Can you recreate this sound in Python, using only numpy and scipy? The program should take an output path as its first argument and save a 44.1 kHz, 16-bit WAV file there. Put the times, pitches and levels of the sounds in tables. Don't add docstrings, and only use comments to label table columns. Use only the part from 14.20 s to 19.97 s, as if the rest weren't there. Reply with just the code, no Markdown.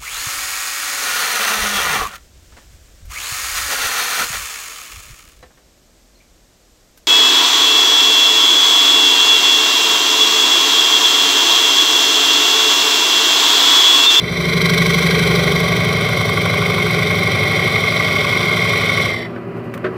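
import sys
import numpy as np
from scipy import signal
from scipy.fft import rfft, irfft
from scipy.io import wavfile
from scipy.ndimage import uniform_filter1d, map_coordinates

SR = 44100
rng = np.random.default_rng(int(sys.argv[2]) if len(sys.argv) > 2 else 0)


def store_pcm(level_fs):
    pcm = np.round(np.clip(level_fs, -1, 1) * 32767).astype(np.int16)
    wavfile.write(sys.argv[1], SR, np.atleast_2d(pcm).T)


N = 254445
T = np.arange(N) / SR
HZ = np.fft.rfftfreq(N, 1 / SR)

# time_s, turns_per_s
SPINDLE_SPEED = [(0.0, 12.205), (0.5, 12.192), (0.9, 12.155), (1.6, 12.241), (2.6, 12.265), (3.4, 12.298),
                 (4.7, 12.306), (5.2, 12.35)]
# spindle_order, level_db
FORCE_ENTERING = [(1, -46), (2, -48), (3, -39), (4, -33), (5, -32), (6, -15), (7, -18.5), (8, -18),
                  (9, -33), (10, -10.5), (11, -13), (12, -5), (13, -7.5), (14, 1), (15, -18), (16, -10.5),
                  (17, -16.5), (18, -51)]
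FORCE_DEEP = [(1, -36), (2, -45), (3, -40), (4, -28), (5, -43), (6, -13.5), (7, -26), (8, -2), (9, -0.5),
              (10, -6), (11, -11), (12, -1.5), (13, -9.5), (14, 0), (15, -57), (16, -10.5), (17, -41),
              (18, -28)]
# freq_hz, width_hz, entering_db, deep_db
SHANK_MODES = [(1962, 104, -4.5, -6), (2153, 143, 0.5, -0.5), (2215, 69, -3.5, -4.5), (2315, 61, -3.5, -10),
               (2378, 423, -13.5, -13.5)]
HEAD_MODES = [(3190, 258, -0.5, -1.5), (3563, 360, -3.5, -3), (4006, 270, -0.5, -5),
              (4350, 420, -13, -15.5), (4757, 315, -8.5, -10.5), (5606, 685, -11.5, -12),
              (5860, 582, -12.5, -30), (7050, 140, -29, -24), (7830, 930, -20.5, -23.5),
              (8830, 490, -21, -23), (9970, 920, -24.5, -27.5), (10780, 7500, -27, -33),
              (11150, 590, -20, -25.5), (12500, 460, -24, -26), (13282, 643, -26, -27),
              (14363, 478, -24, -27), (15029, 890, -23, -27)]
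SQUEAK_MODES = [(8980, 300, -2, 2), (10500, 600, 0, -2.5), (12750, 400, -1, -2), (14700, 900, -5, -6)]
BOARD_MODES = [(1120, 148, -11.5, -7), (1460, 220, -15.5, -13.5), (1608, 59, -15, -20)]
TABLE_MODES = [(364, 33, -13, -12), (424.3, 93, -1.5, -6), (596.5, 115, -10, -7.5),
               (752, 115, -18.5, -12.5)]
# angle_turns, width_turns, entering_db, deep_db
EDGE_BITES = [(0.081, 0.07, 9, 5), (0.593, 0.074, 9, 2.5), (0.53, 0.028, -1.5, 4)]
RIM_RUBS = [(.08, 0.14, 8, 7), (.36, 0.062, 3.5, 3), (.52, 0.045, 6.5, 9.5), (0.622, 0.066, 9.5, 4.5),
            (.8, 0.044, 3, 8), (.89, 0.049, 4, 2)]
# start_s, level_db
FEED_KNOCKS = [(5.161, -28.5), (5.6428, -18.5), (5.647, -17.5), (5.663, -21)]
# freq_hz, level_db, t60_s
HOUSING_MODES = [(376, 6, 0.18), (451, 5, 0.19), (606, 3, 0.14), (1125, -1.5, 0.14), (1293, -0.5, 0.19),
                 (1660, -12, .08), (2010, -11, .08), (2340, -12, .06), (3386, -24, .06)]
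# freq_hz, level_db
CRACK_SPECTRUM = [(40, -40), (150, -13), (450, 10), (900, -14), (1500, 4), (3000, -13), (5000, -28),
                  (7000, -40), (15000, -49)]
# start_s, level_db, t60_s
CHIP_TICKS = [(1.745, -33, 0.022), (5.372, -48, .15), (5.44, -47, .15), (5.52, -47, .04),
              (5.539, -27, 0.066), (5.577, -28, 0.018)]
# freq_hz, level_db
CHIP_SPECTRUM = [(300, -24), (1200, 2.5), (2600, 0), (4000, -15), (7000, -20), (15000, -19)]
# pitch_hz, level_db
HUM_TONES = [(120, -36), (171, -40.5), (240.3, -36), (360.5, -45.5), (393, -41.5), (571, -44.5), (980, -49),
             (1970, -51.5), (2090, -60), (2449, -56), (4640, -77)]
# freq_hz, level_db
RUMBLE_SPECTRUM = [(30, -28), (75, -14), (110, 0), (135, -14.5), (165, 3.5), (215, -2.5), (280, -7),
                   (390, 1), (500, -12), (600, -7), (900, -19.5), (1150, -13), (1800, -22.5), (2900, -27.5),
                   (3500, -43), (4300, -40), (6500, -52), (15500, -54)]
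# centre_s, sigma_s, gain_db
RUMBLE_SWELLS = [(5.37, 0.015, 2.5), (5.76, .04, 3)]

# entering_db, rim_in_db, buried_db, stage_lag_s, db_per_pressure_db
THRUM_LEVEL = (-16.7, -20.5, -24, 0.15, 1.02)
WHINE_LEVEL = (-19, -21.2, -18.2, -0.44, 0.95)
RASP_LEVEL = (-23, -26.8, -25.3, -0.06, 0.99)
TABLE_LEVEL = (-23.6, -24.3, -25.5, 0.3, 0.72)
BOARD_LEVEL = (-26, -28, -25.5, 0.17, 1.15)
SQUEAK_LEVEL = (-46, -44, -47.5, 0, 3)

TOUCH_DB, PRESS_S, EASE_S, EASE_DB_PER_S = 11, 0.5, 4.85, 68
RIM_IN_S, RIM_FADE_S, BURIED_S, BURIED_FADE_S = 1.41, 0.29, 3.38, 0.35
OFF_FLOOR_S, OFF_WALL_S, OFF_CHIPS_S = 4.99, 5.068, 5.185


def thrum(turns, depth, push_turns=0.4514, throb_db=4.8, seating_s=0.6):
    force = np.zeros(N, complex)
    angle_turns = turns - push_turns
    touch_db = np.maximum(pressure_db(), -TOUCH_DB)
    for (order, entering_db), (_, deep_db) in zip(FORCE_ENTERING, FORCE_DEEP):
        lag_cycles = 0.018 * (order - 12) ** 2 + 0.15 * rng.standard_normal() + 0.022 * wander(2.1)
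        size = blend(gain_of(entering_db), gain_of(deep_db), depth)
        size *= gain_of(0.16 * (order - 10) * touch_db)
        size *= 1 + 0.19 * wander(4.2)
        force += size * np.exp(2j * np.pi * (order * angle_turns + lag_cycles))
    force = force.real / uniform_filter1d(abs(force) + 1e-6, size=700) ** 0.37
    force *= gain_of(throb_db * np.exp(-T / seating_s) * np.cos(2 * np.pi * angle_turns))
    return levelled(force) * gain_of(voice_db(THRUM_LEVEL)) * until(OFF_FLOOR_S, 0.05)


def whine(turns, depth, squeal_hz=2165, squeal_share=0.8):
    force = gain_of(at_angles(turns, RIM_RUBS, depth) + 1.1 * roughness(turns, memory=0.95, points=24))
    friction = roughness(turns, memory=0.63, points=3600) * force
    shank = levelled(ring(friction, SHANK_MODES, depth))
    pitch_hz = squeal_hz * (1 + 0.007 * roughness(turns, memory=0.8, points=12))
    squeal = unit_rms(force * np.sin(2 * np.pi * np.cumsum(pitch_hz) / SR))
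    steel = levelled(shank + squeal_share * depth * squeal)
    return steel * gain_of(voice_db(WHINE_LEVEL)) * until(OFF_WALL_S, 0.012)


def rasp(turns, depth, bite_db, snaps_per_s=1500, fizz_hz=6400):
    snaps = (rng.random(N) < snaps_per_s / SR) * rng.choice([-1, 1], N)
    snaps = snaps * gain_of(3.2 * np.minimum(rng.exponential(1, N), 4))
    tearing = roughness(turns, memory=0.55, points=7200) + 0.5 * unit_rms(snaps)
    tearing *= gain_of(bite_db + 1.14 * roughness(turns, memory=0.98, points=36))
    scrape = cutting_head(tearing, depth)
    level_db = voice_db(RASP_LEVEL)
    fizz = signal.sosfiltfilt(signal.butter(6, fizz_hz, "high", fs=SR, output="sos"), scrape)
    fizz_db = 0.25 * np.minimum(level_db + 20, 0) + 1.13 * roughness(turns, memory=0.89, points=14)
    return (scrape + fizz * (gain_of(fizz_db) - 1)) * gain_of(level_db) * rim_contact()


def cutting_head(force, depth, free_width_ratio=0.61):
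    lightness = np.clip(-pressure_db() / TOUCH_DB, 0, 1)
    free_modes = [(hz, width_hz * free_width_ratio, *levels) for hz, width_hz, *levels in HEAD_MODES]
    return levelled(blend(ring(force, HEAD_MODES, depth), ring(force, free_modes, depth), lightness))


def rim_contact(graze_db=-12):
    leave_s = OFF_WALL_S - 0.008
    graze = until(OFF_CHIPS_S, 0.01) - until(leave_s, 0.011)
    return until(leave_s, 0.0082) + gain_of(graze_db) * graze


def chop(first=1.48, steady=0.63, peak_s=0.46, settle_s=0.35):
    settling = np.exp(-np.maximum(T - peak_s, 0) / settle_s)
    return np.minimum(T / peak_s, 1) ** 1.5 * blend(steady, first, settling)


def pitch_sag(steel, fraction, centre_s=4.95, fade_s=0.071):
    lag_samples = np.cumsum(fraction * (1 - until(centre_s, fade_s)))
    return map_coordinates(steel, [np.arange(N) - lag_samples], order=3)


def table_growl(turns, depth, catch_s=1.16, catch_db=3.5):
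    bumps = roughness(turns, memory=0.64, points=900)
    bumps *= gain_of(1.83 * roughness(turns, memory=0.75, points=40))
    level_db = voice_db(TABLE_LEVEL) + catch_db * swell(catch_s, 0.19)
    return levelled(ring(bumps, TABLE_MODES, depth)) * gain_of(level_db) * until(OFF_WALL_S, 0.048)


def board_knocks(turns, depth, bite_db, ridge_turns=0.576, hard_grain_s=2.35):
    hard_grain = swell(hard_grain_s, 0.3)
    jolt_db = staged(0, 5, 5) + 5.5 * hard_grain
    force_db = 0.76 * bite_db + jolt_db * pulse(turns, ridge_turns, 0.039)
    bumps = roughness(turns, memory=0.59, points=1800)
    bumps *= gain_of(force_db + 0.89 * roughness(turns, memory=0.98, points=40))
    level_db = voice_db(BOARD_LEVEL) + 2.5 * hard_grain
    return levelled(ring(bumps, BOARD_MODES, depth)) * gain_of(level_db) * until(OFF_FLOOR_S, 0.068)


def squeaks(turns, depth):
    force_db = 18 * at_angles(turns, [(0.115, 0.065, 1, 0.78), (0.59, 0.07, 0.57, 0.82)], depth)
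    friction = rng.standard_normal(N) * gain_of(force_db)
    return levelled(ring(friction, SQUEAK_MODES, depth)) * gain_of(voice_db(SQUEAK_LEVEL))


def feed_knocks(crack_db=-3, ring_db=-8, low_cut_hz=230):
    cracks = sum(gain_of(db) * burst(start_s, t60_s=0.1) for start_s, db in FEED_KNOCKS)
    out = gain_of(crack_db) * coloured(cracks, CRACK_SPECTRUM)
    t = T[:SR // 2]
    for start_s, knock_db in FEED_KNOCKS:
        housing = sum(gain_of(db - 60 * t / t60_s) * np.sin(2 * np.pi * hz * t) * rng.choice([-1, 1])
                      for hz, db, t60_s in HOUSING_MODES)
        part = out[round(start_s * SR):][:len(t)]
        part += gain_of(knock_db + ring_db) * housing[:len(part)]
    return signal.sosfilt(signal.butter(2, low_cut_hz, "high", fs=SR, output="sos"), out)


def chips():
    ticks = sum(gain_of(db) * burst(start_s, t60_s) for start_s, db, t60_s in CHIP_TICKS)
    return coloured(ticks, CHIP_SPECTRUM)


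def motor(turns, rumble_db=-29):
    hum = np.zeros(N)
    for hz, db in HUM_TONES:
        amplitude = np.sqrt(2) * gain_of(db + 0.52 * wander(3))
        hum += amplitude * np.sin(2 * np.pi * hz * T + 0.18 * wander(3))
    flutter = roughness(turns, memory=0.67, points=7200) * gain_of(0.46 * wander(57))
    swell_db = sum(db * swell(centre_s, sigma_s) for centre_s, sigma_s, db in RUMBLE_SWELLS)
    return hum + levelled(coloured(flutter, RUMBLE_SPECTRUM)) * gain_of(rumble_db + swell_db)


def workshop(x, t60_s=0.13, wet_db=-15.5):
    t = T[:SR // 2]
    tail = rng.standard_normal(len(t)) * gain_of(-60 * t / t60_s) * (t > 0.003)
    return x + gain_of(wet_db) * signal.fftconvolve(x, tail / np.linalg.norm(tail))[:N]


def pressure_db():
    return -TOUCH_DB * np.maximum(1 - T / PRESS_S, 0) ** 1.56 - EASE_DB_PER_S * np.maximum(T - EASE_S, 0)


def staged(entering, rim_in, buried, lag_s=0):
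    return (entering + (rim_in - entering) * (1 - until(RIM_IN_S + lag_s, RIM_FADE_S))
            + (buried - rim_in) * (1 - until(BURIED_S + lag_s, BURIED_FADE_S)))


def hole_depth(lag_s=0):
    return np.clip(staged(0, 0.68, 1, lag_s), 0, 1)


def voice_db(level):
    *stages_db, lag_s, db_per_pressure_db = level
    return staged(*stages_db, lag_s) + db_per_pressure_db * pressure_db()


def roughness(turns, memory, points):
    fresh = rng.standard_normal((int(turns[-1]) + 40, points))
    surface = signal.lfilter([np.sqrt(1 - memory ** 2)], [1, -memory], fresh, axis=0)[30:].ravel()
    return unit_rms(np.interp(turns * points, np.arange(len(surface)), surface))


def pulse(turns, angle_turns, width_turns):
    offset_turns = (turns - angle_turns + 0.5) % 1 - 0.5
    return np.exp(-(offset_turns / width_turns) ** 2 / 2)


def at_angles(turns, spots, depth):
    return sum(blend(entering, deep, depth) * pulse(turns, angle, width)
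               for angle, width, entering, deep in spots)


def ring(force, modes, depth, size=8192):
    hz, width_hz, *stages_db = np.transpose(modes)
    detune = 2 * (np.fft.rfftfreq(size, 1 / SR)[:, None] - hz) / width_hz
    peaks = 1 / (1 + detune ** 2) ** 2
    stages = []
    for db in stages_db:
        cepstrum = irfft(np.log(peaks @ gain_of(db) ** 2 + 1e-12))[:size // 2]
        impulse = irfft(np.exp(rfft(cepstrum, size) - cepstrum[0] / 2))
        stages.append(unit_rms(signal.oaconvolve(force, impulse)[:N]))
    return blend(*stages, depth)


def coloured(x, spectrum):
    hz, db = np.transpose(spectrum)
    gain = gain_of(np.interp(np.log(HZ + 1), np.log(hz + 1), db))
    return irfft(rfft(x) * unit_rms(gain), N)


def wander(rate_hz, size=4096):
    low_pass = np.exp(-(np.fft.rfftfreq(size, T[-1] / size) / rate_hz) ** 2)
    drift = irfft(rfft(rng.standard_normal(size)) * low_pass)
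    return unit_rms(np.interp(T, np.linspace(0, T[-1], size), drift))


def levelled(x):
    return x / np.sqrt(uniform_filter1d(x ** 2, size=7200) + 1e-12)


def burst(start_s, t60_s):
    return rng.standard_normal(N) * (T >= start_s) * gain_of(-60 * np.maximum(T - start_s, 0) / t60_s)


def until(end_s, fade_s):
    return (1 - np.tanh((T - end_s) / fade_s)) / 2


def swell(centre_s, sigma_s):
    return np.exp(-((T - centre_s) / sigma_s) ** 2 / 2)


def blend(a, b, share):
    return (1 - share) * a + share * b


def unit_rms(x):
    return x / np.sqrt(np.mean(x ** 2) + 1e-20)


def gain_of(db):
    return 10 ** (np.asarray(db) / 20)


def scene():
    turns = np.cumsum(np.interp(T, *np.transpose(SPINDLE_SPEED))) / SR
    depth = hole_depth()
    bite_db = chop() * at_angles(turns, EDGE_BITES, depth)
    near = pitch_sag(whine(turns, depth), 0.07) + pitch_sag(rasp(turns, depth, bite_db), 0.031)
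    near += squeaks(turns, depth) + table_growl(turns, depth) + board_knocks(turns, depth, bite_db)
    near += chips() + feed_knocks()
    return (thrum(turns, hole_depth(lag_s=0.15)) + motor(turns) + workshop(near))[None]


def record(dry):
    return signal.oaconvolve(dry, signal.firwin(511, 15600, window=("kaiser", 9), fs=SR)[None], "same")


dry = scene()
out = record(dry)
store_pcm(out)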